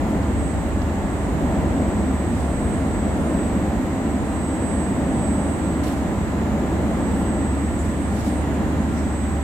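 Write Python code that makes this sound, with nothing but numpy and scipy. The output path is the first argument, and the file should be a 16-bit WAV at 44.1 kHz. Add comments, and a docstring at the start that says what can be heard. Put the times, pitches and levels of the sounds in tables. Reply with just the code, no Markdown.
"""An electric metro train stands at an underground platform, heard from beside a car. From the start,
turbulent fan air roars in slow surges over a compressor's drone and steady machine tones, while an
inverter sizzles and whistles at 8 kHz, louder and softer as the listener crosses its standing waves.
Faint hissing scuffs come from the right in the first seconds. After about 4 s the drone grows steadily;
near 5.8 s comes the strongest scuff, and more follow from 7 s on."""
import sys
import numpy as np
from scipy import signal
from scipy.fft import rfft, irfft, next_fast_len
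from scipy.io import wavfile

SR = 44100
rng = np.random.default_rng(int(sys.argv[2]) if len(sys.argv) > 2 else 0)


def waveform_to_disk(signal):
    """Save audio, clipped to [-1, 1], as 16-bit WAV at the path in sys.argv[1]."""
    frames = np.transpose(np.atleast_2d(signal))
    scaled = np.clip(frames, -1, 1) * 32767
    samples = np.round(scaled).astype(np.int16)
    wavfile.write(sys.argv[1], SR, samples)


N = 415855
TIME = np.arange(N) / SR
FFT_SIZE = next_fast_len(N)
FREQS = np.maximum(np.arange(FFT_SIZE // 2 + 1) * SR / FFT_SIZE, 1)
EAR_SIGN = np.array([[1], [-1]])  # left, right
SHAFT_HZ = 24.35

# Base spectra of the fans' roar and the air's hiss. Each row: frequency in Hz, density in dB per Hz.
ROAR_SPECTRUM = [(15, -71), (30, -63), (48, -50), (62, -44.5), (85, -47), (115, -52), (145, -51.5),
                 (200, -45.5), (280, -47), (360, -53.5), (460, -58.5), (620, -57), (800, -61.5),
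                 (1200, -66.5)]
HISS_SPECTRUM = [(1500, -70.5), (1900, -70), (2600, -78.5), (3800, -84), (5000, -90), (6000, -89.5),
                 (8600, -91.4), (9200, -90.5), (9700, -94), (12000, -94.5), (13700, -100.5), (14150, -92),
                 (14700, -100.8), (15600, -103.8)]
# Likeness of the fan noise at the two ears. Each row: frequency in Hz, correlation from -1 to 1.
EAR_COHERENCE = [(60, 0.65), (99, 0.94), (160, 0.95), (270, 0.99), (450, 0.86), (740, 0.89), (1220, 0.35),
                 (2010, 0.32), (3330, 0.11), (5500, 0.048), (9080, -0.01), (15000, -0.2)]
# Balance of the fan noise. Each row: frequency in Hz, left minus right level in dB.
EAR_BALANCE = [(60, 0.5), (200, -0.5), (500, 0.5), (1200, -0.5), (1900, -2.3), (3800, -3.5), (5200, -0.5),
               (9000, -2), (15000, -2)]
# Modes of the gap between car and wall. Each row: frequency in Hz, width in Hz, gain in dB (a null if < 0).
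GAP_RESONANCES = [(210, 12.5, 3.5), (227, 16.3, -1.5), (265, 4.6, 4.3), (321, 15, 3), (562, 24, 1)]
# Fan surges, about 1.8 s apart. Each row: crest in seconds, width in seconds, roar and rush lifts in dB.
FAN_SURGES = [(-.1, .45, 2.5, 3.5), (1.65, 0.5, 4.2, 4.5), (3.25, 0.75, 4, 4), (5.15, 0.8, 3.5, 4),
              (6.9, 0.75, 4, 5), (8.62, 0.52, 3, 3.5)]
# Course of the tunnel's rumble. Each row: time in seconds, relative level in dB.
RUMBLE_LEVELS = [(0.0, -27), (1.25, -29), (1.7, -30.5), (2.56, -29), (3.96, -34), (4.31, -38),
                 (7.37, -32.5), (8.02, -39), (9.42, -38)]
# The inverter's whistle at each ear. Each row: time in seconds, relative level in dB.
WHISTLE_LEFT_LEVELS = [(0.0, -52.0), (0.39, -63.5), (2.01, -56.0), (2.57, -59.5), (2.96, -46.5),
                       (3.87, -59.0), (4.01, -53.5), (5.26, -60.0), (5.6, -51.5), (5.87, -59.5),
                       (8.46, -52.0), (9.42, -56.5)]
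WHISTLE_RIGHT_LEVELS = [(0.0, -66), (0.46, -42), (0.91, -58), (1.2, -45.5), (1.37, -54.5), (2.74, -42.5),
                        (2.86, -49), (3.25, -47), (3.43, -43), (3.72, -56), (4.28, -47), (4.45, -42.5),
                        (4.8, -39), (5.02, -47.5), (5.26, -38), (6.51, -59), (7.29, -43), (7.88, -47.5),
                        (8.05, -43), (8.22, -52), (8.34, -41), (8.56, -59), (9.23, -44), (9.42, -50)]
# Spectrum of the inverter's sizzle. Each row: frequency in Hz, relative level in dB.
SIZZLE_SPECTRUM = [(5600, -18), (6250, -9), (6750, 0), (7500, 2), (8000, 1), (8300, -17), (8700, -32)]
# Compressor harmonics. Each row: multiple of the shaft rate, level in dB relative to the mean hum.
SHAFT_HARMONICS = [(2, -12), (4, -8.5), (5, -41)]
# Fan blade and transformer tones. Each row: frequency in Hz, left and right relative levels in dB.
STEADY_TONES = [(154.5, -41, -42), (285.5, -43, -42), (780.6, -47.5, -46), (831.7, -59, -52),
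                (880.2, -49, -53), (905.7, -59, -52), (930, -52, -64), (1004, -54, -52), (1028.2, -53, -58),
                (1382.2, -55, -55), (1690.4, -64, -56), (2030.9, -71, -63), (2800.7, -67, -64),
                (4049.6, -74, -71), (4150.5, -80, -72), (7699.5, -71, -68), (11781.4, -84, -78),
                (11876.9, -80, -71), (11972.5, -82, -77), (12066.7, -80, -76), (12162.2, -76, -70)]
# Scuffs. Each row: peak time, rise and 60 dB decay time in seconds, nominal peak level in dB,
# lower and upper band edges in Hz.
SCUFF_BURSTS = [(.105, .04, .2, -52, 6000, 15000), (.23, .008, .1, -49, 3500, 5530),
                (.69, .002, .012, -44, 9500, 13000), (.82, .004, .03, -43, 3500, 6500),
                (2.40, .07, .5, -47, 3000, 12000), (5.838, 0.004, 0.14, -36.5, 2400, 13000),
                (5.88, 0.026, 0.51, -38.5, 1300, 15000), (7.2, .06, .35, -52, 9000, 13000),
                (7.792, .005, 0.26, -37, 7100, 8100), (7.797, .008, .6, -53, 10200, 10800),
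                (7.87, .05, .3, -48, 5000, 14000), (8.2, 0.081, 0.41, -44, 3500, 12500),
                (8.265, 0.023, 0.45, -42, 3000, 14000), (8.99, 0.054, .4, -50, 5030, 6600)]


def fans(left_lead_s=.00008):
    """Turbulence radiates broadband noise; in a hard tunnel it is coherent in the bass, diffuse above."""
    mid, side = white_spectra()
    coherence = np.clip(across_hz(EAR_COHERENCE), -.99, .99)
    air = (np.sqrt(1 + coherence) * mid + EAR_SIGN * np.sqrt(1 - coherence) * side) / np.sqrt(2)
    base_db = across_hz(list(ROAR_SPECTRUM) + list(HISS_SPECTRUM))
    modes_db = sum(db / (1 + (2 * (FREQS - hz) / width) ** 2) for hz, width, db in GAP_RESONANCES)
    air = air * from_db(base_db + modes_db + EAR_SIGN * across_hz(EAR_BALANCE) / 2)
    air = air * np.exp(1j * np.pi * EAR_SIGN * FREQS * left_lead_s)
    rumble = unit_rms(from_db(in_time(RUMBLE_LEVELS)))
    roar, rush, hiss = surge_gains()
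    low, middle, high, top = (1 / (1 + (FREQS / hz) ** 8) for hz in (68, 132, 390, 950))  # crossovers
    return (waveform(air * low) * rumble
            + waveform(air * (middle - low))
            + waveform(air * (high - middle)) * roar
            + waveform(air * (top - high)) * rush
            + waveform(air * (1 - top)) * hiss)


def surge_gains(roar_lag_s=0.084, hiss_share=0.18, rush_db_per_s=-0.31):
    """Slow amplitude modulation: each surge lifts the midrange rush and the hiss, then the low roar."""
    roar_db = rush_db = 0
    for crest, width, roar_lift, rush_lift in FAN_SURGES:
        roar_db += roar_lift * np.exp(-((TIME - crest - roar_lag_s) / width) ** 2)
        rush_db += rush_lift * np.exp(-((TIME - crest) / width) ** 2)
    return [unit_rms(from_db(db)) for db in (roar_db, rush_db + rush_db_per_s * TIME, hiss_share * rush_db)]


def inverter(switching_hz=8000, fade_hz=6.7, flutter=0.091, periodic_share=0.2, swell_above_db=-36.0):
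    """Standing waves make the switching tone fade differently at each ear; a sizzle lies under it."""
    level_db = np.array([in_time(WHISTLE_LEFT_LEVELS) + 2 * drift(fade_hz),
                         in_time(WHISTLE_RIGHT_LEVELS) + drift(fade_hz)])
    tone = np.zeros((2, N))
    for ear in range(2):
        phase = wandering_phase(switching_hz, wander_hz=1.267) + flutter * drift(25)
        tone[ear] = np.sin(phase) * (1 + flutter * drift(23))
    whistle = np.sqrt(2) * tone * from_db(level_db + 4)
    # part of the sizzle repeats with each turn of the shaft
    period = round(SR / SHAFT_HZ)
    periodic = rng.standard_normal((2, period))[:, np.arange(FFT_SIZE) % period]
    aperiodic = rng.standard_normal((2, FFT_SIZE))
    ripple = np.sqrt(periodic_share) * periodic + np.sqrt(1 - periodic_share) * aperiodic
    sizzle = unit_rms(waveform(rfft(ripple) * from_db(across_hz(SIZZLE_SPECTRUM))))
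    # it holds a diffuse floor, rising only if the whistle's level passes the threshold
    sizzle_db = -48.5 + 0.2 * np.maximum(level_db - swell_above_db, 0)
    return whistle + to_right(sizzle * from_db(sizzle_db), left_db=-5)


def compressor(motor_hz=73.9, grows_at_s=4.26, growth_db_per_s=1.04):
    """Rotation gives shaft harmonics and a motor hum, whose standing wave shifts between the ears."""
    hum_db = -29.9 + growth_db_per_s * np.maximum(TIME - grows_at_s, 0) + 0.5 * drift(0.5)
    shaft_phase = wandering_phase(SHAFT_HZ, wander_hz=0.083)
    motor_phase = wandering_phase(motor_hz, wander_hz=0.54) + 0.15 * drift(1.0) * EAR_SIGN
    drone = from_db(hum_db) * np.sin(motor_phase)
    for order, db in SHAFT_HARMONICS:
        harmonic_db = hum_db.mean() + db + 0.5 * drift(0.83)
        drone += from_db(harmonic_db) * np.sin(round(order) * shaft_phase)
    return to_right(np.sqrt(2) * drone, left_db=-2)


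def machine_tones(scatter=0.73, fade_hz=2.26, blades_below_hz=1500):
    """Interference of direct sound and shifting reflections fades each tone differently at each ear."""
    out = np.zeros((2, N))
    _, rush, _ = surge_gains()
    for hz, *ear_db in STEADY_TONES:
        phase = wandering_phase(hz, wander_hz=0.428)
        surge = rush ** 0.49 if hz < blades_below_hz else 1  # blade tones ride the surges
        direct, quadrature = surge * np.sin(phase), surge * np.cos(phase)
        for ear, db in enumerate(ear_db):
            reflected = scatter * (direct * drift(fade_hz) + quadrature * drift(fade_hz))
            out[ear] += from_db(db + 2) * unit_rms(direct + reflected)
    return out


def scuffs(grain_db=1.5, dull_above_hz=3500):
    """Friction makes grainy bursts of band-limited hiss that swell, then decay exponentially."""
    out = np.zeros((2, N))
    pole = np.exp(-2 * np.pi * dull_above_hz / SR)
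    for peak_s, rise, t60, db, low_hz, high_hz in SCUFF_BURSTS:
        since_peak = TIME - peak_s
        active = (since_peak > -3 * rise) & (since_peak < t60)
        t = since_peak[active]
        envelope = np.where(t < 0, np.exp(-(t / rise) ** 2), from_db(-60 * np.abs(t) / t60))
        band = signal.butter(2, [low_hz, high_hz], "band", fs=SR, output="sos")
        friction = signal.lfilter([1], [1, -pole], rng.standard_normal((2, 2 * SR)))
        hiss = unit_rms(signal.sosfilt(band, friction))
        out[:, active] += from_db(db) * envelope * hiss[:, :len(t)]
    return to_right(out * from_db(grain_db * drift(60)), left_db=-4)


def to_right(sound, left_db):
    """Interaural level difference: a weaker left ear places the sound to the right."""
    return sound * from_db([[left_db], [0]])


def wandering_phase(hz, wander_hz):
    """Phase is the integral of frequency, here a slightly unsteady one."""
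    return 2 * np.pi * (np.cumsum(hz + wander_hz * drift(0.92)) / SR + rng.random())


def drift(rate_hz):
    """Low-pass filtering turns white noise into a smooth random fluctuation of rms 1."""
    step, settling = 100, 2000
    pole = np.exp(-2 * np.pi * rate_hz * step / SR)
    noise = rng.standard_normal(N // step + settling + 2)
    slow = signal.lfilter([1], [1, -2 * pole, pole * pole], noise)[settling:]
    return np.interp(np.arange(N) / step, np.arange(len(slow)), unit_rms(slow))


def white_spectra():
    """Two uncorrelated white noises, as spectra of 0 dB per Hz."""
    return rfft(rng.standard_normal((2, FFT_SIZE))) * np.sqrt(SR / 2)


def waveform(spectrum):
    """The inverse Fourier transform, cut to N samples."""
    return irfft(spectrum, FFT_SIZE)[..., :N]


def across_hz(rows):
    """Interpolation over log frequency, at every bin."""
    hz, value = np.transpose(rows)
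    return np.interp(np.log(FREQS), np.log(hz), value)


def in_time(rows):
    """Linear interpolation over time, at every sample."""
    return np.interp(TIME, *np.transpose(rows))


def from_db(db):
    """Amplitude grows tenfold for every 20 dB."""
    return 10 ** (np.asarray(db) / 20)


def unit_rms(x):
    """Normalisation to a mean power of 1."""
    return x / np.sqrt(np.mean(x ** 2) + 1e-20)


def scene():
    """Superposition: the pressures of all sources add at each ear."""
    return fans() + compressor() + machine_tones() + inverter() + scuffs()


def record(dry):
    """Band limiting: a steep elliptic low-pass removes the highest treble."""
    cutoff_hz = 15730
    return signal.sosfilt(signal.ellip(12, .1, 90, cutoff_hz, fs=SR, output="sos"), dry)


dry = scene()
out = record(dry)
waveform_to_disk(out)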